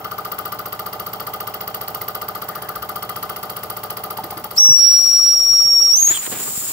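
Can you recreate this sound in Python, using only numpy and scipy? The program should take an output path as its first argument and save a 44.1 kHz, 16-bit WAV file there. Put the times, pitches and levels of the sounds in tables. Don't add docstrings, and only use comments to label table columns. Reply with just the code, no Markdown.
import sys
import numpy as np
from scipy import signal
from scipy.fft import rfft, irfft
from scipy.io import wavfile
from scipy.ndimage import uniform_filter1d

SR = 44100
rng = np.random.default_rng(int(sys.argv[2]) if len(sys.argv) > 2 else 0)


def volts_from_db(level):
    exponent = np.asarray(level, float) / 20
    return 10 ** exponent


def bounce(signal):
    frames = np.transpose(np.atleast_2d(signal))
    limited = np.clip(frames, -1, 1)
    pcm = np.round(limited * 32767).astype(np.int16)
    wavfile.write(sys.argv[1], SR, pcm)


N = 296352

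# turn, time_s
CRANK_CLOCK = [
    (-1, -.0204),
    (11, .7956),
    (20, 1.4057),
    (25, 1.7464),
    (33, 2.2854),
    (50, 3.4322),
    (66, 4.5106),
    (97, 6.6124),
]
# turn, puff_db, knock_db
TURN_ACCENTS = [(0, -1.5, -1.5), (1, -0.5, 1), (2, -2, 0.5), (7, 1, 2.5), (8, -2.5, -0.5), (9, 1, -1),
                (13, -1, -2), (18, -0.5, 0), (19, -1, 1), (20, 0, -0.5), (23, 0, -3), (24, 0, 0),
                (25, 2, -1.5), (27, 0, -2.5), (29, 0.5, 0.5), (35, 1, -1.5), (37, 0, 2), (38, -1, -3),
                (45, -0.5, 0), (47, 1.5, -0.5), (48, -1, 1), (49, -1, -2.5), (51, 1, -3), (53, -1, -1.5),
                (55, -1.5, 0.5), (56, 0, -0.5), (57, 1.5, -2), (58, -1, -2.5), (60, 0, 2), (61, -2, -2),
                (61.4, 0, 1), (64.5, 0.5, 5.5), (67.8, 4, 1), (65, 2.5, 3.5)]
# time_s, puff_db, knock_db, turned_from_pipe_0_1, left_over_right_db
MIC_POSE = [(0, -2, 6.5, 0.3, -6), (.4, 0, 6, 0.17, -2), (.8, 0, 4, 0.4, -7.5), (1.6, 1.5, 3, 0.4, -7.5),
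            (2, 3, 2, 0.7, -7.5), (2.3, 0.5, 4.5, 0.43, -7.5), (2.65, -2, 3.5, 0, -3.5),
            (3.2, 1.2, 5.5, 0.11, -5.5), (3.55, -0.5, 1, 0.01, -3.5), (4.05, 1.4, 2.2, 0.03, -5.5),
            (4.3, -3, -4, 0, -3), (4.6, -1, 1.5, .01, -3)]
# delay_ms, level_db, t60_ms
EXHAUST_PUFFS = [
    (-1.5, -24, 20),
    (-0.4, 1.4, 26),
    (1.5, -11, 27),
    (16, -23, 40),
    (21, -13.5, 25),
    (24, -18, 38),
    (33, -31, 55),
]
# delay_ms, level_db, t60_ms
LOOSE_CLATTER = [
    (-4, 2.5, 92),
    (-4, 2.5, 74),
    (11, -2, 140),
]
# freq_hz, density_db_per_hz
CLATTER_SPECTRUM = [(1200, -10.5), (2050, 3), (2450, -22), (2850, -1.5), (3600, -7.5), (4750, 3),
                    (5600, -13), (7000, -14), (9000, -16), (12000, -20), (16000, -11)]
# delay_ms, level_db
LINKAGE_TICKS = [
    (-4.5, -7),
    (-2.5, -2),
    (9, -18),
    (13, -25),
    (33.5, -9),
]
# delay_ms, level_db
PISTON_KNOCKS = [
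    (-3, -16),
    (3, -0.64),
    (9, -17),
    (26.5, -18),
]
# delay_ms, level_db
BASE_SHAKES = [
    (-3.5, -2.5),
    (5.5, -2),
    (13, -1),
    (23.5, -0.3),
    (31, -4),
    (40.5, -8.5),
    (52, -11),
]
# freq_hz, level_db, t60_s, left_over_right_db
LINKAGE_MODES = [(2037, -40, 0.031, 19.5), (2857, -38, 0.035, -11.5), (3175, -39, 0.26, 3),
                 (4345, -46, 0.076, -1), (4930, -48, 0.011, -15), (5510, -39.5, 0.046, 2),
                 (5280, -49.5, 0.052, -16), (7150, -44.5, 0.047, -10), (8830, -36.5, 0.0058, -8)]
# freq_hz, level_db, t60_s, left_over_right_db
BLOCK_MODES = [(1218.7, -23, 0.058, 5), (1269.6, -32, 0.053, 4.8), (1362, -30, 0.049, 15.8),
               (1010, -58, 0.1, 1.2), (1483, -40.5, 0.2, 23)]
# freq_hz, level_db, t60_s, left_over_right_db
BENCH_MODES = [(292.8, -47, 0.25, -5.5), (360, -51, 0.17, -5), (396.4, -41, 0.075, -3),
               (433.8, -43.5, 0.15, -1), (459.5, -42, 0.12, -4.5), (593.5, -41.5, 0.12, 6.5),
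               (626.6, -41, 0.14, -2), (731.6, -37.5, 0.12, -7), (789.6, -35, 0.18, -4.5),
               (870.3, -42, 0.25, -4)]
# multiple_of_turn_rate, rms_db
FLYWHEEL_ORDERS = [(5, -55.5), (7, -50.5), (8, -50), (9, -57.5), (10, -57.5), (11, -55.5), (12, -51),
                   (13, -53.5), (14, -59), (16, -58)]
# time_s, gain_db
GAIN_DUCK = [
    (0, -0.83),
    (4.3, -0.66),
    (4.6, -3.5),
    (4.8, -10),
    (5.9, -8.5),
    (6.1, -15),
    (6.72, -13),
]

# time_s, pitch_hz
WHISTLE_OPENING = [
    (4.562, 4200),
    (4.571, 4700),
    (4.577, 5200),
    (4.586, 5560),
    (4.6, 5770),
    (4.66, 5733),
    (4.762, 5688),
    (4.8, 5615),
]
# time_s, pitch_hz
WHISTLE_CLOSING = [
    (5.925, 0),
    (5.942, 5701),
    (5.99, 6401),
    (6.024, 6545),
    (6.048, 6500),
    (6.082, 6555),
    (6.118, 7110),
    (6.142, 6980),
    (6.25, 7090),
]
# time_s, jump_hz
WATER_SPITS = [
    (4.9, 65),
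    (5.128, 38),
    (5.27, 48),
    (5.49, 12),
    (5.54, 22),
    (5.82, 50),
]
# time_s, level_db, unsteadiness_0_1
WHISTLE_BLOW = [(4.562, -43, 1), (4.574, -27.5, 0.87), (4.578, -10, .3), (4.586, -6.5, 0.29),
                (4.95, -8.5, 0.18), (5.9, -12.5, 0.34), (5.96, -10, 0.59), (6.04, -9, 0.52),
                (6.118, -11, 0.52), (6.142, -29.5, 0.9), (6.25, -25, 0.5)]
# pitch_hz, left_lead_cycles
PORT_LEAD = [(4700, .5), (5550, 0), (5665, -.2), (5690, -.4), (5790, -.53), (5990, -.5), (6230, -1.2),
             (6550, -1.9), (7100, -2.4)]
# time_s, width_ms, left_db, right_db
ECHO_FADES = [(4.594, 4.6, -7, -8), (4.86, 3, -2, -4), (4.945, 7, 0, 1.5), (4.615, 6.8, -4.5, -1.5),
              (4.683, 4, -5, -2.5), (4.72, 8, -1, 2.5), (4.745, 13, 1.5, -11), (4.78, 5.4, -3.5, -15),
              (4.88, 8, -1, 1), (4.925, 6, -1.5, -5), (4.98, 6.8, 0.5, -5), (5.06, 3, 1, -10),
              (5.3, 58, -2.5, 2), (5.645, 3.8, -10, 1), (5.72, 6.1, -5, 2), (5.8, 10, 1.5, -3),
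              (5.825, 5.6, -2, 9), (5.857, 7.2, 0, 4), (4.852, 27, -5.5, 4), (4.899, 3.4, -0.5, -12),
              (5.03, 25, 0, -10), (5.098, 14, 0.5, -7), (5.126, 2.4, -3, -15), (5.144, 2, -3, -10),
              (5.215, 24, 0.5, -7.5), (5.42, 53, -1, -6), (5.5, 15, 5, -1), (5.595, 8.1, 5, -5),
              (5.67, 24, -1, 2), (5.775, 24, 4, 0.5), (5.912, 8, 7.5, -11), (5.935, 13, 1, 6.5),
              (5.968, 21, -21, -1.5), (6.008, 8.9, -14.5, -5), (6.027, 3.6, 7, 3), (6.041, 3, -12, -8),
              (6.056, 8.2, -2, -11), (6.099, 3.1, 0, -15)]
SAG_HZ_PER_S = 62
SPIT_RISE_S, SPIT_FALL_S = 0.02, 0.09

# time_s, jet_db, shut_0_1
STEAM_VALVE = [
    (4.55, -48, 0),
    (4.565, -27.5, 0.4),
    (5.2, -29.5, 0.06),
    (5.9, -27, 0.1),
    (6.15, -25.5, 0.66),
    (6.3, -39, 0.95),
    (6.5, -31.5, 0.96),
    (6.72, -31, 1),
]
# freq_hz, density_db_per_hz
JET_SPECTRUM = [(1200, -24), (1750, -27), (2300, -14.5), (4500, -9), (5600, -7.5), (6600, -11.5),
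                (8400, -5), (9800, -16.5), (11500, -7.5), (13500, -6.5), (15250, 3), (15500, -9),
                (16300, -6.5)]
# freq_hz, density_db_per_hz
LEAK_SPECTRUM = [(2650, -21), (4500, -18), (5430, -13), (6150, -25), (6780, -3), (7590, 0), (7880, -4.5),
                 (9880, -16.5), (10600, -9.5), (11100, -14), (14600, -8.5), (15100, -14), (16300, -19)]
# freq_hz, width_hz, level_db
LEAK_WHINE = [(15550, 150, 0)]
# start_s, end_s, start_hz, end_hz, level_db
STEM_SQUEAKS = [
    (6.127, 6.178, 3450, 3136, -23.5),
    (6.13, 6.178, 8500, 8700, -22.5),
    (6.23, 6.27, 8500, 9250, -27),
]

# time_s, level_db, freq_hz, t60_s
HAND_BUMPS = [(2.499, -46, 161, .15), (2.548, -47, 1780, 0.14), (2.76, -37, 55, 0.34),
              (2.81, -39, 59.5, 0.33), (4.187, -17.5, 884, 0.069), (4.19, -25.5, 769, 0.13),
              (4.214, -36, 202, 0.083), (4.325, -23, 820, 0.052), (4.329, -27, 1050, 0.03),
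              (4.24, -28, 338, 0.072), (4.367, -31, 320, 0.11), (4.42, -40, 236, 0.12),
              (4.69, -24, 920, 0.018), (4.722, -34, 337, 0.13), (5.65, -35, 130, 0.22),
              (6.109, -38, 410, 0.049), (6.35, -38, 310, 0.11), (4.33, -47, 457, 0.035),
              (4.455, -27, 855, 0.1), (4.539, -33, 445, 0.048), (4.688, -22, 256, 0.023),
              (4.703, -22, 138, 0.095), (4.565, -27, 5750, .02), (6.108, -30, 293, 0.053),
              (6.576, -21.5, 183, 0.017), (6.1, -40, 70, 0.17), (5.5, -38, 131, 0.28)]
# time_s, level_db
GRIP_SNAPS = [(6.106, -21), (6.201, -36), (6.328, -21), (6.341, -22), (6.35, -30), (6.365, -24),
              (6.373, -34), (6.41, -22), (6.425, -37), (4.187, -25), (4.198, -29), (4.235, -30),
              (4.326, -27), (4.345, -32), (4.69, -23)]
# time_s, pitch_hz, level_db
SLEEVE_SCRAPE = [
    (2.44, 2000, -52),
    (2.52, 1860, -42),
    (2.62, 1694, -42),
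    (2.75, 1556, -44),
    (2.86, 1510, -47),
]
# time_s, rustle_db, rumble_db, decay_db_per_s
MIC_RUBS = [(6.025, -36.5, -33.5, 398), (6.08, -29, -33.5, 250), (6.107, -26.5, -25.5, 600),
            (6.118, -25, -33, 700), (6.138, -33, -40, 117), (6.173, -27.5, -29.5, 902),
            (6.23, -29, -40, 400), (6.253, -31, -40, 1300), (6.265, -26.5, -31, 1400),
            (6.276, -38, -31, 1400), (6.3, -42, -32.5, 900), (6.319, -32.5, -29.5, 75),
            (6.396, -42, -32.5, 156), (6.46, -38, -30.5, 197), (6.622, -43, -37, 200),
            (6.666, -41, -37, 200), (6.702, -40, -35, 300)]
# freq_hz, density_db_per_hz
HOLD_SPECTRUM = [(20, -30), (45, -15), (110, 4.5), (300, -7), (700, -22)]
RUB_RISE_DB_PER_S = 2000

# freq_hz, density_db_per_hz
ROOM_SPECTRUM = [(15, -53), (25, -53), (111, -14), (300, -16), (521, -5), (700, -16), (946, -2),
                 (1210, 1.5), (1760, -14.5), (7430, -26.5), (14200, -34), (16300, -17.5)]
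# freq_hz, likeness_0_1
PORT_LIKENESS = [(60, .8), (600, 0.97), (1500, 0.088), (4000, 0.067), (15000, 0.052)]


def engine():
    turn_s, puff_db, knock_db = turns()
    turned, pan_db = in_time(MIC_POSE)[2:]
    turned = np.clip(turned, 0, 1)
    puffs = exhaust(turn_s, puff_db, -6 - 30 * turned, -5 + 2.5 * np.sqrt(turned), pan_db)
    ticks = body(LINKAGE_MODES, LINKAGE_TICKS, turn_s, 0.3 * puff_db, spread_db=1.8, jitter_ms=0.25,
                 rattle_db=-52, lag_s=0.0005)
    knocks = body(BLOCK_MODES, PISTON_KNOCKS, turn_s, knock_db, spread_db=1.0, jitter_ms=0.06,
                  rattle_db=-46, lag_s=0.00005)
    knocks = volts_from_db(-30.5) * ring(knocks, 1250, 0.012)
    shakes = body(BENCH_MODES, BASE_SHAKES, turn_s, 0, spread_db=1.3, jitter_ms=0.07,
                  rattle_db=-48, lag_s=0.00002, travel_ms=3)
    return puffs + ticks + knocks + shakes + flywheel()


def turns():
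    turn, mark_s = np.transpose(CRANK_CLOCK)
    turn_s = np.interp(np.arange(turn[0], turn[-1] + 1), turn, mark_s)
    pose_s, puff_db, knock_db = np.transpose(MIC_POSE)[:3]
    accent_db = np.zeros((2, len(turn_s)))
    for k, *db in TURN_ACCENTS:
        accent_db[:, round(k) + 1] = db
    puff_db = np.interp(turn_s, pose_s, puff_db) + accent_db[0]
    knock_db = np.interp(turn_s, pose_s, knock_db) + accent_db[1]
    return turn_s, puff_db, knock_db


def exhaust(turn_s, puff_db, share_11_db, share_13_db, pan_db):
    lag_s = 0.00034
    white = rng.standard_normal(N) + 1.26 * rng.standard_normal((2, N))
    upper = resonant(white, [(14390, 660, 0.2)])
    upper = upper + volts_from_db(share_13_db - 0.5) * resonant(white[:, ::-1], [(13260, 600, 0)])
    lower = volts_from_db(share_11_db) * resonant(white, [(11380, 360, 0)])
    pipe = place(upper, pan_db + 8.0, lag_s) + place(lower, pan_db, lag_s + 1 / SR)
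    broad = coloured(CLATTER_SPECTRUM, alike=0.2)
    broad[0] = np.roll(broad[0], round(lag_s * SR))
    drained_db = np.interp(turn_s, [4.6, 6.1], [0, -10])
    puff_gate = bursts(EXHAUST_PUFFS, turn_s, puff_db + drained_db, 50, leak_db=-30.0)
    clatter_gate = bursts(LOOSE_CLATTER, turn_s, 0.26 * puff_db + drained_db, 8, leak_db=-22.0)
    return volts_from_db(-22) * puff_gate * pipe + volts_from_db(-40.5) * clatter_gate * broad


def bursts(table, turn_s, level_db, rise_samples, leak_db):
    gate = 0
    for delay_ms, db, t60_ms in table:
        clicks = strikes(turn_s, level_db + db, delay_ms, 0.92, 0.35)
        gate = gate + signal.lfilter([1], [1, -volts_from_db(-60000 / (t60_ms * SR))], clicks + 1e-18)
    return uniform_filter1d(gate, size=rise_samples) + volts_from_db(leak_db)


def body(modes, contacts, turn_s, level_db, spread_db, jitter_ms, rattle_db, lag_s, travel_ms=0):
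    trains = np.array([strikes(turn_s, level_db + db, ms, spread_db, jitter_ms) for ms, db in contacts])
    rattle = volts_from_db(rattle_db) * rng.standard_normal((2, N))
    out = 0
    for hz, db, t60_s, pan_db in modes:
        clicks = rng.choice([-1., 1.], len(contacts)) @ trains
        clicks = np.roll(clicks, round(travel_ms * rng.uniform(-1, 1) * SR / 1000))
        ports = np.array([np.roll(clicks, round(lag_s * SR)), clicks]) + rattle
        out = out + volts_from_db(db + pan_db * np.array([[0.5], [-0.5]])) * ring(ports, hz, t60_s)
    return out


def strikes(turn_s, level_db, delay_ms, spread_db, jitter_ms):
    delay_s = (delay_ms + jitter_ms * rng.standard_normal(len(turn_s))) / 1000
    at = np.round((turn_s + delay_s) * SR).astype(int)
    height = volts_from_db(level_db + spread_db * rng.standard_normal(len(turn_s)))
    clicks = np.zeros(N)
    clicks[np.clip(at, 0, N - 1)] = height * (at >= 0)
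    return clicks


def flywheel():
    turn, = in_time([(mark_s, k) for k, mark_s in CRANK_CLOCK] + [(N / SR, 98.6)])
    out = 0
    for order, db in FLYWHEEL_ORDERS:
        phase = rng.random() + rng.normal(0, 0.023, (2, 1))
        out = out + volts_from_db(db + 2.5) * np.sin(2 * np.pi * (round(order) * turn + phase))
    return out


def whistle():
    hz, t = pitch(), np.arange(N) / SR
    blow_db, unsteady = in_time(WHISTLE_BLOW)
    start_s, end_s = WHISTLE_BLOW[0][0], WHISTLE_BLOW[-1][0]
    on = np.clip((t - start_s) / 0.0036, 0, 1) * np.clip((end_s + 0.021 - t) / 0.076, 0, 1)
    level_db = np.array([blow_db, blow_db])
    for s, ms, left_db, right_db in ECHO_FADES:
        at = slice(round((s - 0.15) * SR), round((s + 0.15) * SR))
        dip = np.exp(-0.5 * ((t[at] - s) * 1000 / ms) ** 2)
        level_db[:, at] += np.outer([left_db, right_db], dip)
    cycles = np.cumsum(hz + 8 * drift(29.0)) / SR
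    tone = np.exp(2j * np.pi * (cycles + np.outer([0.5, -0.5], at_hz(PORT_LEAD, hz))))
    flutter = np.array([port_flutter(unsteady) for port in range(2)])
    height = volts_from_db(level_db) + volts_from_db(blow_db - 22.5 + 23.7 * unsteady) * flutter
    octave_db = 2 * blow_db - 26.5 + 17.0 * np.clip((hz - 5700) / 800, 0, 1)
    octave = volts_from_db(octave_db) * tone ** 2 * (0.31 + 0.88 * flutter)
    return np.sqrt(2) * on * np.real(height * tone + octave)


def pitch():
    t = np.arange(N) / SR
    held_s, held_hz = WHISTLE_OPENING[-1]
    close_s = WHISTLE_CLOSING[0][0]
    sagged = (close_s, held_hz - SAG_HZ_PER_S * (close_s - held_s))
    hz, = in_time([*WHISTLE_OPENING, sagged, *WHISTLE_CLOSING[1:]])
    for s, jump_hz in WATER_SPITS:
        hz = hz + jump_hz * np.exp(-np.abs(t - s) / np.where(t < s, SPIT_RISE_S, SPIT_FALL_S))
    return hz


def port_flutter(unsteady):
    slow = drift(78) + 1j * drift(64)
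    fast = drift(320) + 1j * drift(230)
    return slow + volts_from_db(-14.5 + 14.3 * unsteady) * fast


def steam():
    jet_db, shut = in_time(STEAM_VALVE, silent=-120)
    leak_db = -49 + 25 * shut
    whine_db = -50 + 18 * np.clip(shut, 0, 1) ** 3
    out = volts_from_db(jet_db + 0.5 * drift(12)) * coloured(JET_SPECTRUM, alike=0.4, echo_db=-11.5)
    out += volts_from_db(leak_db + 1.55 * drift(25)) * coloured(LEAK_SPECTRUM, alike=0.3, echo_db=-12)
    out += volts_from_db(whine_db + 1.7 * drift(20)) * resonant(rng.standard_normal((2, N)), LEAK_WHINE)
    out[0] = np.roll(out[0], 4)
    return out + squeaks()


def squeaks():
    out = np.zeros((2, N))
    waver, rasp = drift(140), 0.68 + 0.5 * drift(500)
    for start_s, end_s, start_hz, end_hz, db in STEM_SQUEAKS:
        first, count = round(start_s * SR), round((end_s - start_s) * SR)
        at = slice(first, first + count)
        cycles = np.cumsum(np.linspace(start_hz, end_hz, count) + 90 * waver[at]) / SR
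        swell = np.sin(np.pi * np.linspace(0, 1, count) ** 2.0) ** 0.4
        out[:, at] += volts_from_db(db) * swell * rasp[at] * np.sin(2 * np.pi * cycles + [[0], [1.2]])
    return out


def hand():
    hold = volts_from_db(-49.5 + 1.9 * drift(2.4)) * coloured(HOLD_SPECTRUM, alike=0.84)
    return bumps() + creaks() + scrape() + hold + rubbing()


def bumps():
    out, count = np.zeros(N), SR // 4
    for s, db, hz, t60_s in HAND_BUMPS:
        at = round(s * SR)
        out[at:at + count] += volts_from_db(db) * ring(signal.unit_impulse(count), hz, t60_s)[:N - at]
    return out


def creaks():
    snaps = np.zeros(N)
    for s, db in GRIP_SNAPS:
        snaps[round(s * SR)] = volts_from_db(db) * rng.choice([-1, 1])
    return ring(snaps, 1400, 0.0038) + ring(snaps, 450, 0.0047)


def scrape():
    hz, level_db = in_time(SLEEVE_SCRAPE, silent=-120)
    return volts_from_db(level_db) * drift(150) * np.sin(2 * np.pi * np.cumsum(hz) / SR)


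def rubbing():
    s, rustle_db, rumble_db, decay_db_per_s = np.transpose(MIC_RUBS)[:, :, None]
    since_s = np.arange(N) / SR - s
    away_db = np.where(since_s < 0, RUB_RISE_DB_PER_S * since_s, -decay_db_per_s * since_s)
    rustle_db = np.max(rustle_db + away_db, axis=0)
    rumble_db = np.max(rumble_db + away_db, axis=0)
    rustle = volts_from_db(2.2 * drift(90)) * coloured(
        [(300, -20), (900, -3), (2000, 0), (3500, -2.5), (5500, -12), (9000, -30)], alike=0.2)
    rumble = volts_from_db(2.5 * drift(40)) * coloured(
        [(40, -20), (120, -3), (280, 0), (700, -5), (1400, -10), (3000, -30)], alike=0.4)
    return volts_from_db(rustle_db - 0.5) * rustle + volts_from_db(rumble_db - 2.0) * rumble


def room():
    return volts_from_db(-38.5) * coloured(ROOM_SPECTRUM)


def rms_one(x):
    return x / np.sqrt(np.mean(x ** 2) + 1e-20)


def in_time(rows, silent=None):
    s, *columns = np.transpose(rows)
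    return [np.interp(np.arange(N) / SR, s, c, silent, silent) for c in columns]


def at_hz(points, hz):
    point_hz, value = np.transpose(points)
    return np.interp(np.log(hz), np.log(point_hz), value)


def drift(rate_hz):
    r = np.exp(-2 * np.pi * rate_hz / SR)
    settle = SR // 4
    noise = rng.standard_normal(N + settle)
    return rms_one(signal.lfilter([1], [1, -2 * r, r * r], noise)[settle:])


def ring(clicks, hz, t60_s):
    r, w = volts_from_db(-60 / (t60_s * SR)), 2 * np.pi * hz / SR
    return signal.lfilter([0, np.sin(w)], [1, -2 * r * np.cos(w), r * r], clicks + 1e-18)


def coloured(spectrum, alike=None, echo_db=None):
    hz = np.maximum(np.fft.rfftfreq(N, 1 / SR), 1)
    alike = np.clip(at_hz(PORT_LIKENESS, hz) if alike is None else alike, 0, 1)
    mid, side = rfft(rng.standard_normal((2, N))) * volts_from_db(at_hz(spectrum, hz))
    ports = np.sqrt(1 + alike) * mid + np.sqrt(1 - alike) * side * [[1], [-1]]
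    if echo_db is not None:
        ports = ports * echo_comb(hz, echo_db)
    return rms_one(irfft(ports, N))


def echo_comb(hz, echo_db):
    lags_s = np.geomspace(0.716, 9, 7)[:, None, None] * rng.uniform(0.85, 1.15, (7, 2, 1)) / 1000
    echoes = sum(volts_from_db(echo_db - k) * np.exp(-2j * np.pi * hz * lag_s) for k, lag_s in enumerate(lags_s))
    return 1 + np.clip(hz / 4000 - 1, 0, 1) * echoes


def resonant(noise, peaks):
    return rms_one(sum(volts_from_db(db) * ring(noise, hz, 2.2 / width_hz) * np.sqrt(width_hz)
                       for hz, width_hz, db in peaks))


def place(x, pan_db, lag_s):
    left = np.roll(x[0], round(lag_s * SR)) * volts_from_db(pan_db / 2)
    return np.array([left, x[1] * volts_from_db(-pan_db / 2)])


def scene():
    gain_db, = in_time(GAIN_DUCK)
    return volts_from_db(gain_db) * (engine() + room()) + whistle() + steam() + hand()


def band_limit(x):
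    return signal.sosfilt(signal.butter(12, 17000, fs=SR, output="sos"), x)


def record(dry):
    rounded = 1.25 * np.tanh(dry / 1.25)
    top_cut = signal.ellip(9, 0.5, 45, 15730, fs=SR, output="sos")
    bass_cut = signal.butter(2, 62, "high", fs=SR, output="sos")
    mix = signal.sosfilt(bass_cut, signal.sosfilt(top_cut, rounded))
    return band_limit(mix)


dry = scene()
out = record(dry)
bounce(out)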